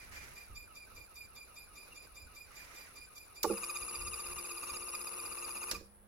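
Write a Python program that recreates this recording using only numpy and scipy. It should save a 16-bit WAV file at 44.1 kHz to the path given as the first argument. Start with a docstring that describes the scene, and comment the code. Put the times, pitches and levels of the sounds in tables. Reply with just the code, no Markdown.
"""In a quiet workshop, a small induction motor in a test case crawls at 5 turns a second, squeaking once
a turn where its shaft rubs. A sleeve brushes past the hand-held phone that listens from close above.
At 3.4 s a push button clicks, the motor jerks up to 16 turns a second, and the 10 kHz whine of its
inverter (the power supply, which switches on and off very fast) swells. At 5.7 s a second click stops
the motor, and the brake current brings the whine back briefly."""
import sys
import numpy as np
from scipy import signal
from scipy.fft import rfft, irfft, next_fast_len
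from scipy.io import wavfile

SR = 44100
rng = np.random.default_rng(int(sys.argv[2]) if len(sys.argv) > 2 else 0)


def unload_wav(signal):
    """Save mono or channel-first audio to the path in sys.argv[1] as 16-bit WAV at rate SR, clipped to [-1, 1]."""
    wavfile.write(
        sys.argv[1],
        SR,
        np.round(np.clip(np.atleast_2d(signal).T, -1, 1) * 32767).astype(np.int16),
    )


N = 267731
T = np.arange(N) / SR

# frequency of the current that drives the motor: t/s, f/Hz
DRIVE_FREQUENCY = [(0, 10.3), (3.44, 10.3), (3.48, 32.4), (5.72, 32.4), (5.8, .6)]


def undb(db):
    """Turn decibels into a gain."""
    return 10 ** (np.asarray(db) / 20)


def unit(x):
    """Scale a sound to an average power of 1."""
    return x / np.sqrt(np.mean(x ** 2))


def curve(rows, column=1):
    """Join one column of a time table with straight lines."""
    rows = np.array(rows, float)
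    return np.interp(T, rows[:, 0], rows[:, column])


def colour(x, points, share=1):
    """Filter a sound by (f/Hz, level/dB) points; share scales the decibels."""
    hz, db = np.transpose(points)
    size = next_fast_len(x.shape[-1])
    bin_hz = np.maximum(np.fft.rfftfreq(size, 1 / SR), 1)
    gain = undb(share * np.interp(np.log(bin_hz), np.log(hz), db))
    return irfft(rfft(x, size) * gain, size)[..., :x.shape[-1]]


def wander(rate):
    """A random wobble of about 1 either way, with `rate` new values a second."""
    points = rng.standard_normal(2 ** 13)
    return 1.2 * np.interp(T * rate, np.arange(len(points)), points)


def pan(x, db):
    """Make the left side db louder than the right."""
    return x * undb(np.array([db, -db]).reshape(2, -1) / 2)


def add(out, x, start_s):
    """Mix a short sound in at a given time."""
    i = int(start_s * SR)
    out[..., i:i + x.shape[-1]] += x[..., :N - i]


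def swells(rows, rise, release_s):
    """Gain of events that rise over a share of their length, hold and die away."""
    return sum(undb(db) * np.clip((T - start) / (rise * length), 0, 1)
               * np.exp(-np.maximum(T - start - length, 0) / release_s) for start, length, db in rows)


def stereo_noise(points, spread):
    """Coloured noise whose two sides are alike in the bass and less so in the treble."""
    # lean to one side: f/Hz, left minus right/dB
    balance = [(50, -2.5), (200, -6), (600, -11), (1200, -8), (2400, 0), (4200, -9.5), (6500, -8),
               (10500, 2), (15000, 0.5)]
    mid, side = rng.standard_normal((2, N))
    side = spread * colour(side, [(60, -2.0), (300, -4.5), (2000, 2.5), (6000, 1)])
    left, right = colour(mid + side, balance, 0.68), colour(mid - side, balance, -0.28)
    return unit(colour(np.array([left, right]), points))


def rubbing(turn, started, scatter_db=.5, ease_db_per_s=1.5, brighten_db_per_s=1.28):
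    """Extra dB for low and high squeaks: the crawl brightens as the spot rubs dry; running eases both."""
    chance = rng.standard_normal((128, 2))[np.floor(turn + .1).astype(int) % 128].T  # new each turn
    low_db = scatter_db * chance[0] - started * ease_db_per_s * (T - 3.8)
    bright_db = (1 - started) * (brighten_db_per_s * T - 2.5) - 2 * started
    return low_db, low_db + bright_db + scatter_db * chance[1]


def rubbing_spot(turn, place, width):
    """Distance in turns from a rubbing spot, and how firmly the shaft touches it."""
    away = (turn - place + .5) % 1 - .5
    return away, np.exp(-.5 * (away / width) ** 2)


def squeaks(spots, turn, rub, waver, rasp, rasp_rate, flutter_db, scatter_db, path_ms=0.032):
    """Each rubbing spot sings as it comes round; sticking and slipping shake its pitch and strength."""
    out = np.zeros((2, N))
    low_db, high_db = rub
    drift, grip = waver * wander(45), wander(70)
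    for place, width, hz, glide, db, pan_db, roughness in spots:
        away, contact = rubbing_spot(turn, place, width)
        pitch = hz * 2 ** (glide * away + drift + rasp * roughness * wander(rasp_rate))
        level_db = db + (low_db if hz < 3000 else high_db)
        level_db += flutter_db * (grip + 0.73 * wander(200)) + scatter_db * wander(11)
        phase = 2 * np.pi * np.cumsum(pitch) / SR
        # the paths to the two microphones differ a little from turn to turn
        skew = 2 * np.pi * hz * path_ms / 1000 * wander(6)
        out += pan(np.sqrt(2) * undb(level_db) * contact * np.sin([phase + skew, phase]), pan_db)
    return out


def scrape(turn, rub, place, width, db, grain_db):
    """A short, dry rasp once a turn where the shaft catches."""
    # colour of the rasp: f/Hz, level/dB
    spectrum = [(700, -15), (2100, -3), (3100, -20), (3700, -8), (4900, 5), (6100, 6.5), (7300, 6),
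                (8500, -20), (10800, -0.5), (12000, 7.5), (15500, -19.5)]
    _, contact = rubbing_spot(turn, place, width)
    _, high_db = rub
    return stereo_noise(spectrum, 0.96) * contact * undb(db + high_db + grain_db * wander(700))


def crawling_shaft(turn, rub, lone_s=1.93):
    """The slow shaft squeaks and scrapes every turn; near lone_s one squeak stands out."""
    # rubbing spots: place/turns, half width/turns, f/Hz, glide/octaves per turn, level/dB,
    # left minus right/dB, roughness/0-1
    spots = [ (0.07, 0.053, 1190, -0.02, -71.5, -13.5, 0.45), (0.14, 0.052, 2395, .04, -54, 4, 0.22),
             (.31, 0.038, 2445, -0.11, -57, -7, 0.21), (0.41, 0.073, 2385, -0.097, -60, 1, .2),
             (.10, 0.066, 3620, -0.22, -72, -18, 0.39), (0.12, 0.061, 4803, 0, -58.5, -8, .2),
             (0.32, 0.1, 4870, 0.05, -64.5, -9.5, .22), (.49, 0.03, 4800, -0.12, -65.5, -9, 0.11),
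             (0.16, 0.042, 7160, .05, -57.5, -3, .22), (0.5, .07, 7250, -0.13, -73, -6, 0.4),
             (.40, 0.037, 7080, 0.1, -65.5, -7.5, 0.3), (0.23, 0.17, 9600, 0, -71, 2, 0.2),
             (.06, .04, 12100, 0, -66, 2, .35), (.26, .13, 12200, 0, -66, 3, .2),
             (.16, .06, 14450, 0, -72, 0, .22), (.65, 0.038, 1490, -1.4, -65.5, -4, 0.93),
             (.82, 0.082, 1270, -.4, -65.5, -9, 1.), (0.88, 0.092, 2760, -0.59, -73, -4, 0.4)]
    # the spot that squeaks just once: same columns
    lone_spot = [(.89, 0.03, 2760, -0.45, -53.5, 0, 0.11)]
    out = squeaks(spots, turn, rub, waver=0.00602, rasp=.07, rasp_rate=540,
                  flutter_db=1.5, scatter_db=1.4)
    out += scrape(turn, rub, place=0.062, width=0.039, db=-59, grain_db=0.5)
    lone = squeaks(lone_spot, turn, rub, waver=0.0037, rasp=0.046, rasp_rate=536,
                   flutter_db=2.0, scatter_db=2.5)
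    return out + lone * (abs(T - lone_s) < .1)


def bearings(turn, crawling, running, crawl_db=-64, run_db=-50):
    """The rolling bearings and the fan hiss, swelling a little once a turn."""
    # colour of the hiss at each speed: f/Hz, level/dB
    slow_spectrum = [(150, -3), (480, -2), (750, -8), (1200, -2), (1750, -15), (2500, -0.5), (3100, -23),
                     (3800, -10.5), (6500, -14.5), (8500, -37), (10800, -27), (12200, -12.5), (15800, -21)]
    fast_spectrum = [(120, -13), (250, -8.5), (350, -7.5), (520, -3), (660, -12.5), (1150, 3.5),
                     (1750, -14.5), (2700, -3), (3100, -25.5), (3800, -15), (6800, -15.5), (8600, -22.5),
                     (10500, -4), (15800, -26.5)]
    slow = stereo_noise(slow_spectrum, 0.82)
    slow *= undb(crawl_db + 0.5 * np.cos(2 * np.pi * (turn - .1)) + 2.0 * wander(30.35))
    fast = stereo_noise(fast_spectrum, 0.69)
    fast *= undb(run_db + np.cos(2 * np.pi * (turn - .35)) + 3.0 * wander(150))
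    return crawling * slow + running * fast


def whine_gain(full_db=-43, full_hz=32.8, db_per_octave=10, stop_s=5.71, cut_db_per_s=802):
    """The whine grows with the drive, is cut by the stop button and returns with the brake current."""
    # pulse of brake current: t/s, length/s, level/dB
    brake_pulse = [(5.81, 0.12, -61)]
    driven_db = full_db + db_per_octave * np.log2(curve(DRIVE_FREQUENCY) / full_hz)
    cut_db = cut_db_per_s * np.maximum(T - stop_s, 0)
    return undb(driven_db - cut_db) + swells(brake_pulse, rise=0.46, release_s=0.15)


def inverter_whine(braked, switching_hz=10000.3, sway_db=1.5, sweep=.0024, ripple=0.5):
    """Fast switching makes the motor's coils sing a cluster of tones around the switching frequency."""
    # each tone's distance from the switching frequency: offset/multiples of the drive frequency
    offsets = [-19, -17, -13, -11, -7, -5, -3, -1, 1, 3, 5, 7, 11, 13, 17, 19, 23, 25, 29, 31, 35]
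    # each tone's strength: level/dB
    levels = [-26, -26, -24, -23, -19, -4, -21, -4, 0, -23, -5.5, -17, -17, -15, -13, -15, -16, -19, -14,
              -21, -20]
    # the phone drifts through loud and quiet spots: t/s, left minus right/dB, phase lead of the left/rad
    phone_drift = [(0, 1, 0), (1.35, 1.5, 0.3), (1.8, 8, 1.5), (2.55, 15, 1), (2.9, 6, 2), (3.35, 8.5, .5),
                   (3.7, 6, 1.4), (4.9, 7.5, 1.5), (5.3, 8, 1.34), (6.07, 2, .4)]
    drive_cycles = np.cumsum(curve(DRIVE_FREQUENCY)) / SR
    balance_db, left_lead = curve(phone_drift), curve(phone_drift, column=2)
    tones = np.zeros((2, N))
    for offset, db in zip(offsets, levels):
        # higher tones come later, so each sixth of a drive cycle is a tiny upward chirp
        cycles = switching_hz * T + offset * drive_cycles - sweep * offset ** 2
        phase = 2 * np.pi * (cycles + 0.22 * wander(0.97))
        skew = 0.27 * wander(1.147)  # the swaying hand changes the paths to the microphones
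        tones += undb(db + sway_db * wander(3.16)) * np.sin([phase + skew + left_lead, phase - skew])
    # at standstill the 100 Hz ripple of the mains supply throbs through
    throb = 1 + ripple * braked * np.cos(2 * np.pi * 100 * T)
    return unit(tones) * throb * whine_gain() * undb([np.zeros(N), -balance_db])


def hand_and_sleeve(tremble_db=-67.5):
    """A sleeve brushes past; the shifting, trembling grip rumbles in the phone's body."""
    # brushes and shifts of the grip: t/s, length/s, level/dB
    brushes = [(-.05, 0.09, -57), (.11, 0.053, -51.5), (.2, 0.18, -63), (2.44, 0.4, -56.5)]
    grip_shifts = [(0, 0.32, -59.5), (.48, 0.064, -52), (.92, 0.059, -63), (2.2, .07, -64),
                   (3.46, 0.06, -56), (3.79, 0.075, -60), (3.96, 0.14, -53.5), (4.26, 0.11, -55.5),
                   (4.68, .12, -64.5), (5.7, 0.097, -55)]
    # colours of the brushing and the rumble: f/Hz, level/dB
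    brush_spectrum = [(200, -4), (1000, -4), (1600, -0.5), (2100, 3.5), (3200, -10), (4300, -9.5),
                      (6100, -6.5), (9000, -16.5), (15000, -17)]
    rumble_spectrum = [(15, -8.0), (45, 0.0), (75, -1.5), (130, -15), (300, -24), (2000, -68.5)]
    brush = stereo_noise(brush_spectrum, 0.85) * swells(brushes, rise=0.34, release_s=0.11)
    brush *= undb(1.5 * wander(60))
    grip = swells(grip_shifts, rise=0.36, release_s=.04) + undb(tremble_db + 2 * wander(8))
    return brush + stereo_noise(rumble_spectrum, 0.46) * grip


def room_noise(db=-66.5):
    """The workshop's faint, steady, low background."""
    # colour of the background: f/Hz, level/dB
    spectrum = [(20, -6.5), (50, 5.5), (110, -9.5), (270, -13.5), (420, -7.5), (800, -10), (1600, -13),
                (2600, -23), (8000, -34), (15500, -23)]
    return undb(db) * stereo_noise(spectrum, 0.7)


def room_echo(x, fade_s=0.34, echo_db=-11):
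    """Add a short blur of reflections from the panel, floor and walls."""
    t = T[:SR // 3]
    tail = rng.standard_normal((2, len(t))) * undb(-60 * t / fade_s) * (t > .003)
    tail /= np.sqrt(np.sum(tail ** 2, axis=1, keepdims=True))
    return x + undb(echo_db) * signal.fftconvolve(x, tail, axes=1)[:, :N]


def button_clicks(crack_s=0.03, ring_s=0.21, ring_db=-19):
    """The spring of a metal button snaps over; the panel rings on briefly."""
    # snaps of the spring: t/s, level/dB, treble tilt/dB per octave
    snaps = [(3.1808, -49.5, -5), (3.4301, -29, -1), (3.4337, -28, -6.5), (5.7126, -27, -7),
             (5.7166, -35, -11.5)]
    # colour of a snap: f/Hz, level/dB
    spectrum = [(1200, -23.5), (2600, -11.5), (3200, -12.5), (4500, -0.5), (5400, 3.5), (6300, 0),
                (7300, 2.5), (8400, -7), (10800, 3), (13200, -2.5), (15100, 4), (16500, -20.5)]
    out, t = np.zeros((2, N)), T[:SR // 4]
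    fade = undb(-60 * t / crack_s) + undb(ring_db - 60 * t / ring_s)
    for start, db, tilt_db in snaps:
        tilted = [(hz, level + tilt_db * np.log2(hz / 6000)) for hz, level in spectrum]
        noise = rng.standard_normal(len(t)) + 2.1 * rng.standard_normal((2, len(t)))
        add(out, unit(colour(noise, tilted)) * undb(db) * fade, start)
    return pan(out, -2.5)


def mount_groans():
    """The mount twists and lets go: short tones that sag as the twisting force falls."""
    # groans as the motor speeds up: t/s, length/s, first f/Hz, last f/Hz, level/dB
    groans = [(3.441, 0.031, 978, 655, -29.5), (3.449, 0.0475, 517, 337, -31),
              (3.492, .035, 1424, 1200, -45), (3.496, 0.041, 406, 323, -32.5),
              (3.501, 0.043, 888, 730, -44), (3.508, 0.073, 208.4, 195, -37.5)]
    out = np.zeros(N)
    for start, length, first_hz, last_hz, db in groans:
        progress = np.linspace(0, 1, int(length * SR))
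        pitch = first_hz + (last_hz - first_hz) * progress
        swell = undb(db) * np.sin(np.pi * np.sqrt(progress)) ** 2
        add(out, swell * np.sin(2 * np.pi * np.cumsum(pitch) / SR), start)
    return pan(out, -6.5)


def motor_jolts(first_gap_ms=2.15, gap_growth=1.3, contact_growth=1.06, lowest_hz=215):
    """The motor kicks its mount and bounces ever slower and softer, making the case ring."""
    # kicks on starting and stopping: t/s, level/dB, contact/ms (longer is duller), bouncing/ms
    kicks = [(3.4428, -33.5, 0.42, 14.6), (3.498, -44, 2.6, 2), (3.5001, -26.5, 2, 3.3),
             (3.512, -34.5, 1.3, 2), (3.5184, -36, 1.34, 2), (5.732, -40.5, 2.2, 2), (5.758, -49.5, 2, 2),
             (5.81, -45.5, 2.2, 2)]
    # ringing tones of the case: f/Hz, level/dB, time to fade by 60 dB/s
    case_tones = [(201.7, -9, 0.36), (338.4, -6, 0.13), (384, -7, 0.11), (465, -6, 0.2),
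                  (525.5, -6.5, 0.18), (568, -4, 0.052), (770, -18, 0.15), (890, -24, 0.032),
                  (1132, 0, 0.06), (1172, 0.5, 0.089), (1410, -22, 0.033)]
    pushes, t = np.zeros(N), T[:SR // 2]
    for start, db, contact_ms, bouncing_ms in kicks:
        late_ms = 0
        for bounce in range(7):
            progress = np.minimum(t * 1000 / (contact_ms * contact_growth ** bounce), 1)
            push = np.sin(np.pi * progress) ** 2
            fade = max(1 - (late_ms / bouncing_ms) ** 2, 0)
            add(pushes, fade * undb(db) * push / push.sum(), start + late_ms / 1000)
            late_ms += first_gap_ms * gap_growth ** bounce
    ring = sum(undb(db - 60 * t / fade_s) * np.sin(2 * np.pi * hz * t) for hz, db, fade_s in case_tones)
    # the small case gives off no deep bass
    ring = signal.sosfilt(signal.butter(4, lowest_hz, "high", fs=SR, output="sos"), ring)
    return pan(signal.fftconvolve(pushes, ring)[:N], -6.5)


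def running_shaft(turn, rub):
    """The fast shaft squeaks louder and scrapes more grittily."""
    # rubbing spots: same columns as in crawling_shaft
    spots = [ (0.383, 0.11, 1200, -.1, -48.5, -0.5, .7), (0.2, 0.41, 1190, -0.0023, -58.5, 3, 1.),
             (.14, 0.1, 2740, -.3, -52, 1, 0.402), (.39, 0.081, 2490, -.3, -47.5, 1, 0.3737),
             (0.49, 0.084, 2440, 0.0011, -51.5, -8, .3), (.36, 0.16, 3750, -.2, -61, -7, 0.687),
             (.42, 0.068, 4930, -.1, -52.5, -6.5, 0.303), (.52, 0.064, 4850, -.08, -47, -11, 0.203),
             (0.28, 0.16, 6580, 0, -53, 4.5, 0.248), (.39, 0.087, 7370, -0.16, -57.5, -5, 0.22),
             (0.99, 0.11, 5530, 0, -58, 0, 0.36), (0.7, 0.2, 7200, 0, -62, -8, 0.148),
             (0.44, 0.073, 12240, 0, -52, 3, 0.167)]
    out = squeaks(spots, turn, rub, waver=.008, rasp=.065, rasp_rate=600,
                  flutter_db=2.14, scatter_db=0.9)
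    return out + scrape(turn, rub, place=0.56, width=0.031, db=-53, grain_db=6.0)


def frame_hum(running, braked):
    """The frame drones at its own tones; the lowest leads once the brake current holds the motor."""
    # tones of the frame: f/Hz, running level/dB, braked level/dB
    frame_tones = [(207.3, -76, -71.5), (354.3, -63.5, -82), (465, -69, -85), (533.6, -74, -83)]
    out = 0
    for hz, run_db, brake_db in frame_tones:
        pitch = hz * (1 + 0.01554 * wander(40))
        tone = np.sqrt(2) * np.sin(2 * np.pi * np.cumsum(pitch) / SR) * undb(2.17 * wander(25))
        out += tone * (running * undb(run_db) + braked * undb(brake_db))
    return pan(out, -8.0)


def scene():
    """Mix everything; the shaft's speed sets the rhythm of the squeaks and which of them sound."""
    # how fast the shaft spins: t/s, speed/turns per second
    shaft_speed = [(0, 5), (3.44, 5), (3.48, 16), (4.6, 16), (4.9, 16.13), (5.4, 16.12), (5.62, 16.3),
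                   (5.74, 16.3), (5.82, 0)]
    speed = curve(shaft_speed)
    turn = .25 + np.cumsum(speed) / SR + 0.00789 * wander(9)
    running = np.clip((speed - 5) / 11, 0, 1)
    started = np.maximum.accumulate(running)  # stays at 1 once the motor has sped up
    crawling, braked = 1 - started, started - running
    rub = rubbing(turn, started)
    shaft = crawling * crawling_shaft(turn, rub) + running * running_shaft(turn, rub)
    echoing = room_echo(shaft + bearings(turn, crawling, running) + button_clicks())
    return (echoing + inverter_whine(braked) + motor_jolts() + mount_groans()
            + frame_hum(running, braked) + hand_and_sleeve() + room_noise())


def record(dry):
    """The left microphone is a little further from the motor; the phone cuts the highest treble."""
    lag_samples, top_hz = 2, 16300
    left = np.pad(dry[0], (lag_samples, 0))[:N]
    treble_cut = signal.ellip(10, .2, 80, top_hz, fs=SR, output="sos")
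    return signal.sosfilt(treble_cut, np.array([left, dry[1]]))


dry = scene()
out = record(dry)
unload_wav(out)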